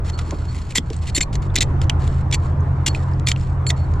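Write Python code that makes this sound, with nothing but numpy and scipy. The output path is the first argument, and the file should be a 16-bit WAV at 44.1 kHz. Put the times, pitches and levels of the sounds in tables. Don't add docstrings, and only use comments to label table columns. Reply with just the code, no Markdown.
import sys
import numpy as np
from scipy import signal
from scipy.fft import rfft, irfft, next_fast_len
from scipy.io import wavfile
from scipy.ndimage import uniform_filter1d

SR = 44100
rng = np.random.default_rng(int(sys.argv[2]) if len(sys.argv) > 2 else 0)


def wrap_up_sound(samples):
    columns = np.atleast_2d(samples).T
    tamed = np.clip(columns, -1, 1)
    steps = np.round(tamed * 32767).astype(np.int16)
    wavfile.write(sys.argv[1], SR, steps)


N = 176400

# frequency_hz, level_db
RUMBLE_SPECTRUM = [(15, -2), (28, -20), (38, 5), (60, 1), (85, -2.5), (125, -1), (160, -11.5), (230, -15.5),
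                   (400, -28), (1000, -78)]
# time_s, level_db
RUMBLE_LEVEL = [(0, -27), (.8, -27.5), (1.3, -23), (1.8, -21), (2.3, -26.5), (3.2, -25), (4, -26.5)]
# frequency_hz, level_db
WASH_SPECTRUM = [(60, -1), (200, -0.5), (320, 4.5), (480, 0), (700, 0), (1000, 1), (1400, -5.5),
                 (2000, -15), (3000, -26.5), (5000, -34.5), (7500, -37), (10000, -45), (13000, -63),
                 (16000, -64)]
# time_s, level_db
WASH_LEVEL = [(0, -42.5), (.3, -43), (.68, -47), (1.1, -45), (1.4, -41.5), (1.8, -38), (2.3, -40),
              (3.0, -39), (3.4, -43), (3.7, -39.5), (4, -40.5)]
# frequency_hz, correlation
STEREO_LIKENESS = [(30, 0.92), (250, .98), (400, 0.98), (600, 0.39), (1000, 0.13), (1600, 0.22),
                   (3000, 0.28), (8000, 0.27)]
# time_s, firing_hz, level_db
IDLING_ENGINE = [(0, 40.64, -23.5), (.3, 40.56, -25), (.55, 41.1, -24.5), (.75, 39.3, -30.5),
                 (1.05, 40.56, -22.5), (1.4, 39.47, -36.5), (1.8, 40.93, -19.5), (2.1, 39.55, -22),
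                 (2.6, 39.51, -20), (3.3, 39.23, -29.5), (4, 39.59, -17.5)]
# time_s, firing_hz, level_db
REVVING_ENGINE = [(0, 42, -40), (.8, 42, -30.5), (1.2, 45, -34), (1.42, 47.5, -21), (1.6, 44.5, -24.5),
                  (1.8, 45.3, -21), (2.15, 43.9, -20), (2.8, 44.6, -19), (3.4, 44.2, -18), (4, 44, -21)]
IDLING_HARMONICS = [-8.5, 2.5, -7, -11.5, -27.5, -40.5, -32.5, -25.5]
REVVING_HARMONICS = [-17.5, -3, -3, -19, -34, -35, -27, -36]
# start_s, level_db, pitch_hz, decay_s
PLINKS = [(1.502, -38.5, 3530, .002), (2.606, -41, 6400, 0.0018), (2.949, -14.5, 2509, .003),
          (3.136, -35, 5000, 0.00092), (3.362, -21, 2770, 0.00069), (3.41, -43, 5100, 0.011)]
# start_s, level_db, pitch_hz, decay_s
THUDS = [(.19, -27, 1336, 0.003), (.322, -26.5, 564, 0.01), (0.33, -24.5, 300, 0.012),
         (0.755, -26.5, 1010, 0.0046), (0.781, -18, 277, 0.0078), (.782, -25.5, 515, 0.0025),
         (.903, -24, 448, 0.01), (1.177, -17, 278, 0.0063), (1.18, -29, 545, 0.0027),
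         (1.582, -23, 272, 0.012), (1.897, -29, 930, 0.0025), (2.34, -26, 330.6, 0.0089),
         (2.87, -30.5, 887, 0.0088), (2.88, -23.5, 236, 0.0062), (3.316, -30, 1192, 0.0028),
         (3.704, -32, 709, 0.004)]
# start_s, length_s, level_db, sag_db
DRAGS = [(0.043, 0.059, -48, 10), (0.118, 0.042, -49.5, -6), (0.174, 0.044, -39, -3.5),
         (0.218, 0.33, -47.5, -6), (0.484, 0.068, -52, 2.5), (0.543, 0.22, -42.5, -10),
         (0.702, 0.017, -36.5, -1.5), (0.817, 0.11, -58.5, 5), (0.926, 0.084, -43.5, -14),
         (1.012, 0.073, -44, -2.5), (1.068, 0.036, -32.5, -8), (1.116, 0.038, -62, 17),
         (1.326, 0.037, -35.5, -12), (1.415, 0.055, -46, -4), (1.538, 0.023, -50, 13),
         (1.688, 0.033, -60, -4), (1.812, 0.025, -38, -10), (1.992, 0.032, -52, 9), (2.027, .19, -45, -9.5),
         (2.397, 0.068, -57, 8), (2.463, 0.071, -50, -20.5), (2.899, .04, -51, -2),
         (2.94, 0.038, -41.5, -1.5), (2.986, 0.2, -48, -18), (3.368, 0.067, -50, 1.5),
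         (3.426, 0.13, -48.5, -17), (3.762, 0.086, -48, -15), (3.833, 0.17, -59, -4)]
# frequency_hz, level_db
DRAG_SPECTRUM = [(300, 3), (1200, -6.5), (2200, 3.5), (4200, 1), (6000, -7.5), (7700, -4), (8700, -10.5),
                 (10000, -11.5), (11500, -26), (15000, -31)]
# pitch_hz, width_hz, lift_db
DRAG_MODES = [(2010, 91, 5), (4340, 39, 8.5), (7300, 100, 8)]
# start_s, length_s, low_mode_db, middle_mode_db, high_mode_db
RINGS = [(0.133, 0.033, -37, -59, -85), (0.483, 0.035, -42, -55, -85), (0.756, 0.022, -24, -21, -51),
         (1.148, 0.027, -21, -18, -29), (1.211, .016, -34, -14.5, -51), (1.225, 0.0093, -22, -38, -50),
         (2.867, 0.0079, -29, -28, -31.5), (2.883, 0.036, -30.5, -49, -91),
         (3.266, 0.059, -29.5, -28.5, -39), (3.6662, .021, -24, -26.5, -41.5),
         (3.689, 0.011, -22, -40, -51), (3.763, 0.089, -51, -60, -75)]
FREE_MODES = [4365, 7335, 9580]
# start_s, level_db, pitch_hz, lift_db
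CRACKS = [(.099, -26, 4430, 9), (.190, -23, 3700, 10.5), (0.3083, -25, 5560, 4), (.722, -31, 2500, 12),
          (.756, -17, 2100, 16.5), (.782, -6.5, 3300, 13.5), (.902, -29, 6600, -4), (.932, -32, 6900, -4),
          (.965, -31.5, 8200, 26), (1.069, -31, 3000, 14), (1.098, -27.5, 3974, 7),
          (1.1795, -12.5, 2300, 8.5), (1.2067, -15, 2100, 8), (1.354, -21.5, 6620, 11),
          (1.557, -16, 5400, -26), (1.563, -16, 2000, 6), (1.585, -11.5, 4000, 10), (1.608, -17, 3900, 9),
          (1.626, -17, 1980, 7), (1.630, -18, 2300, 4), (1.816, -22.5, 5000, 2.5), (1.842, -36, 6000, 9),
          (1.8965, -8, 3200, 7), (1.900, -15.5, 2700, 21), (2.077, -29, 8000, 4), (2.313, -24.5, 4502, 1),
          (2.3435, -12.5, 2340, 4), (2.948, -30, 3800, 6), (3.197, -33.5, 5500, 3),
          (3.2715, -12.5, 3500, 6), (3.2865, -13, 5400, 15), (3.316, -8.5, 3300, 16),
          (3.362, -32.5, 2800, 14), (3.397, -39, 8000, 11), (3.6666, -20, 2300, 12.5),
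          (3.704, -10, 3726, 8), (3.938, -37, 4500, -1)]
# start_s, length_s, level_db, sag_db, first_mode_hz, second_mode_hz, treble_db
BITES = [(0.749, 0.0053, -27, 1, 1880, 3300, -3.5), (0.7544, 0.028, -16.5, -1.5, 2010, 3380, 0),
         (1.148, 0.035, -19.5, -3.5, 2070, 3707, 2), (1.2078, 0.005, -13, -2.5, 2140, 3640, -8.5),
         (1.214, 0.02, -29.5, 0.5, 2450, 4000, 0.5), (1.556, 0.0067, -8.5, -5, 2020, 3600, 2),
         (1.567, 0.019, -22.5, -2.5, 2320, 3680, -16), (1.606, 0.022, -14, -2, 2015, 3720, -3.5),
         (2.3238, 0.0092, -16, -3, 2320, 3410, -6), (2.338, 0.0094, -21, 0.5, 2370, 4370, -3),
         (2.8615, 0.023, -15.5, -2, 2820, 3330, -0.5), (3.2677, 0.017, -13, -22, 2400, 3450, -3.5),
         (3.284, .025, -13.5, -21, 2314, 3630, 0), (3.689, 0.0099, -25, -11.5, 4270, 6950, 7),
         (3.7002, 0.0058, -17, -3, 1972, 2060, -5.5)]
# frequency_hz, level_db
SHELL_SPECTRUM = [(150, -17.5), (400, -15), (800, -20.5), (1450, -11.5), (1900, 0), (2700, -1.5),
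                  (4200, -2.5), (5800, -4), (7600, 0), (8500, -11.5), (9700, -9.5), (10700, -20.5),
                  (12300, -21), (13200, -25), (15500, -34.5)]
# pitch_hz, width_hz, lift_db
PRESSED_MODES = [(4430, 45, 7.5), (5220, 120, 5), (5480, 83, 7), (6040, 190, 6), (6760, 180, 6),
                 (7370, 270, 8), (7900, 80, 7.5), (9580, 220, 4), (11600, 230, 7), (12350, 200, 1)]
# frequency_hz, left_lead_rad
LEFT_LEAD = [(200, 0), (2000, .25), (4400, .6), (7000, 1), (8100, 1.35), (12000, 1.3)]
# frequency_hz, left_minus_right_db
LEFT_BALANCE = [(500, -1), (2200, -0.5), (4000, -1.5), (6000, 0.5), (8000, 0), (12000, 2)]

BLADE_ATTACK_S, SNAP_RISE_S = .0011, .00028


def amp(db):
    return 10 ** (np.asarray(db) / 20)


def unit(x):
    return x / np.sqrt(np.mean(x ** 2) + 1e-20)


def at_hz(points, hz):
    knots_hz, value = np.transpose(points)
    return np.interp(np.log(hz + 1), np.log(knots_hz + 1), value)


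def over_time(points, column=1):
    points = np.array(points)
    return np.interp(np.arange(N) / SR, points[:, 0], points[:, column])


def add(mix, start, sound):
    part = mix[max(round(start * SR), 0):][:len(sound)]
    part += sound[:len(part)]


def wander(size, hz):
    length = next_fast_len(size, real=True)
    lowpass = np.exp(-(np.fft.rfftfreq(length, 1 / SR) / hz) ** 2)
    return unit(irfft(rfft(rng.standard_normal(length)) * lowpass, length))[:size]


def colour(x, spectrum, modes, treble_db=0):
    hz = np.fft.rfftfreq(4096, 1 / SR)
    lift = 1 + sum((amp(db) ** 2 - 1) / (1 + (2 * (hz - f) / width) ** 2) for f, width, db in modes)
    tilt_db = treble_db * np.clip(np.log2((hz + 1) / 4000), 0, 2)
    db = at_hz(spectrum, hz) + 10 * np.log10(np.maximum(lift, .1)) + tilt_db
    log_gain = np.log(amp(np.r_[db, db[-2:0:-1]]))
    impulse = np.fft.ifft(np.exp(np.conj(signal.hilbert(log_gain)))).real
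    return signal.fftconvolve(x, impulse)[:len(x)]


def stroke(t, length, sag_db, attack_s, release_s):
    hold = amp(sag_db * np.minimum(t / length, 1))
    return np.minimum(t / attack_s, 1) * hold * np.exp(-np.maximum(t - length, 0) / release_s)


def burst(t, rise_s, decay_s):
    return stroke(t, rise_s, 0, rise_s, decay_s)


def match_energy(sound, envelope):
    return sound * np.linalg.norm(envelope) / (np.linalg.norm(sound) + 1e-12)


def churn(spectrum, patchy_db, frame):
    hz, hop = np.fft.rfftfreq(frame, 1 / SR), frame // 4
    a, b, c, d, patches = rng.standard_normal((N // hop + 5, len(hz), 5)).T
    patches = unit(uniform_filter1d(uniform_filter1d(patches, size=6, axis=0), size=8, axis=1))
    likeness = at_hz(STEREO_LIKENESS, hz)[:, None]
    left = a + 1j * b
    right = likeness * left + np.sqrt(1 - likeness ** 2) * (c + 1j * d)
    spectra = np.array([left, right]) * amp(at_hz(spectrum, hz)[:, None] + patchy_db * patches)
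    return unit(signal.istft(spectra, nperseg=frame, noverlap=frame - hop)[1][:, :N])


def engine(curve, harmonics_db, jitter=.004, flutter_db=.9):
    firings = np.cumsum(over_time(curve) * (1 + jitter * wander(N, hz=6))) / SR
    tone = np.zeros(N)
    for harmonic, db in enumerate(harmonics_db, 1):
        strength = amp(db + flutter_db * wander(N, hz=6))
        tone += strength * np.cos(2 * np.pi * (harmonic * firings + rng.random()))
    return unit(tone) * amp(over_time(curve, column=2))


def arm_scatter(sound, above_hz=5000, spread_s=.004, level_db=-10):
    noise = rng.standard_normal((2, int(spread_s * SR)))
    paths = signal.lfilter(*signal.butter(2, above_hz, "high", fs=SR), noise)
    scattered = signal.fftconvolve(sound[None], paths / np.linalg.norm(paths[0]), axes=1)
    return sound + amp(level_db) * scattered[:, :len(sound)]


def beside_wall(x, echo_db=-21.5, t60_s=.07, echoes_per_s=3000):
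    hz, t = np.fft.rfftfreq(N, 1 / SR), np.arange(SR // 5) / SR
    left_gain = amp(at_hz(LEFT_BALANCE, hz) / 2) * np.exp(.5j * at_hz(LEFT_LEAD, hz))
    direct = irfft(rfft(x) * np.array([left_gain, 1 / left_gain]), N)
    taps = rng.standard_normal((2, len(t))) * (rng.random((2, len(t))) < echoes_per_s / SR)
    taps *= (t > .002) * amp(-60 * t / t60_s)
    echo = signal.fftconvolve(direct, taps / np.linalg.norm(taps[0]), axes=1)[:, :N]
    return direct + amp(echo_db) * echo


def plink(db, hz, decay_s):
    t = np.arange(SR // 10) / SR
    return amp(db) * burst(t, SNAP_RISE_S, decay_s) * np.sin(2 * np.pi * hz * t)


def thud(db, hz, decay_s, roughness=.6):
    t = np.arange(SR // 8) / SR
    envelope = amp(db) * burst(t, rise_s=.002, decay_s=decay_s)
    band = signal.butter(2, [hz * .55, hz * 1.26], "band", fs=SR, output="sos")
    puff = match_energy(signal.sosfilt(band, rng.standard_normal(len(t)) * envelope), envelope)
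    return match_energy(envelope * np.sin(2 * np.pi * hz * t) + roughness * puff, envelope)


def stick_slip(size, per_s, spread_db, chatter_db, chatter_hz):
    clicks = (rng.random(size) < per_s / SR) * rng.choice([-1, 1], size)
    strength = amp(spread_db * np.minimum(rng.exponential(1, size), 4))
    return clicks * strength * amp(chatter_db * wander(size, chatter_hz))


def drag(length, db, sag_db):
    t = np.arange(SR // 2) / SR
    envelope = amp(db) * stroke(t, length, sag_db, attack_s=.0046, release_s=.0046)
    force = stick_slip(len(t), per_s=5000, spread_db=3.4, chatter_db=2.5, chatter_hz=70) * envelope
    return match_energy(colour(force, DRAG_SPECTRUM, PRESSED_MODES + DRAG_MODES), envelope)


def ring(length, *modes_db, flutter_db=2, waver=.004):
    t = np.arange(SR // 8) / SR
    tone = np.zeros(len(t))
    for hz, db in zip(FREE_MODES, modes_db):
        strength = amp(db + flutter_db * wander(len(t), hz=82))
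        pitch_hz = hz * (1 + waver * wander(len(t), hz=120))
        tone += strength * np.sin(2 * np.pi * np.cumsum(pitch_hz) / SR)
    return tone * stroke(t, length, sag_db=-7, attack_s=BLADE_ATTACK_S, release_s=.0025)


def crack(db, hz, lift_db, width_hz=360):
    t = np.arange(SR // 20) / SR
    envelope = amp(db) * burst(t, SNAP_RISE_S, decay_s=.0018)
    force = rng.standard_normal(len(t)) * envelope
    snap = colour(force, SHELL_SPECTRUM, [(hz, width_hz, lift_db)], treble_db=-4)
    return match_energy(snap, envelope)


def bite(length, db, sag_db, first_hz, second_hz, treble_db, width_hz=110, lift_db=11):
    t = np.arange(SR // 8) / SR
    envelope = amp(db) * stroke(t, length, sag_db, BLADE_ATTACK_S, release_s=.0037)
    force = stick_slip(len(t), per_s=3500, spread_db=2.8, chatter_db=3.6, chatter_hz=150) * envelope
    bend_modes = [(first_hz, width_hz, lift_db), (second_hz, width_hz * 1.9, lift_db)]
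    screech = colour(force, SHELL_SPECTRUM, PRESSED_MODES + bend_modes, treble_db)
    return match_energy(screech, envelope)


def scene():
    close = np.zeros((2, N))
    layers = [(bite, BITES, -2), (crack, CRACKS, -1), (ring, RINGS, 0),
              (drag, DRAGS, -.3), (thud, THUDS, -.5), (plink, PLINKS, -1.5)]
    for source, events, gain_db in layers:
        for start, *settings in events:
            stereo = arm_scatter(amp(gain_db) * source(*settings))
            for channel, sound in zip(close, stereo):
                add(channel, start, sound)
    engines = engine(IDLING_ENGINE, IDLING_HARMONICS) + engine(REVVING_ENGINE, REVVING_HARMONICS)
    rumble = churn(RUMBLE_SPECTRUM, patchy_db=1.26, frame=4096) * amp(over_time(RUMBLE_LEVEL))
    wash = churn(WASH_SPECTRUM, patchy_db=1.92, frame=1024) * amp(over_time(WASH_LEVEL) + 5.5)
    background = amp(-1.3) * engines + rumble + wash
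    return beside_wall(close) + background * amp([[-.2], [.2]])


def record(dry, ceiling=.85, cutoff_hz=15700):
    rounded = dry / (1 + (dry / ceiling) ** 6) ** (1 / 6)
    lowpass = signal.firwin(511, cutoff_hz, window=("kaiser", 9), fs=SR)
    return signal.oaconvolve(rounded, lowpass[None], "same")


dry = scene()
out = record(dry)
wrap_up_sound(out)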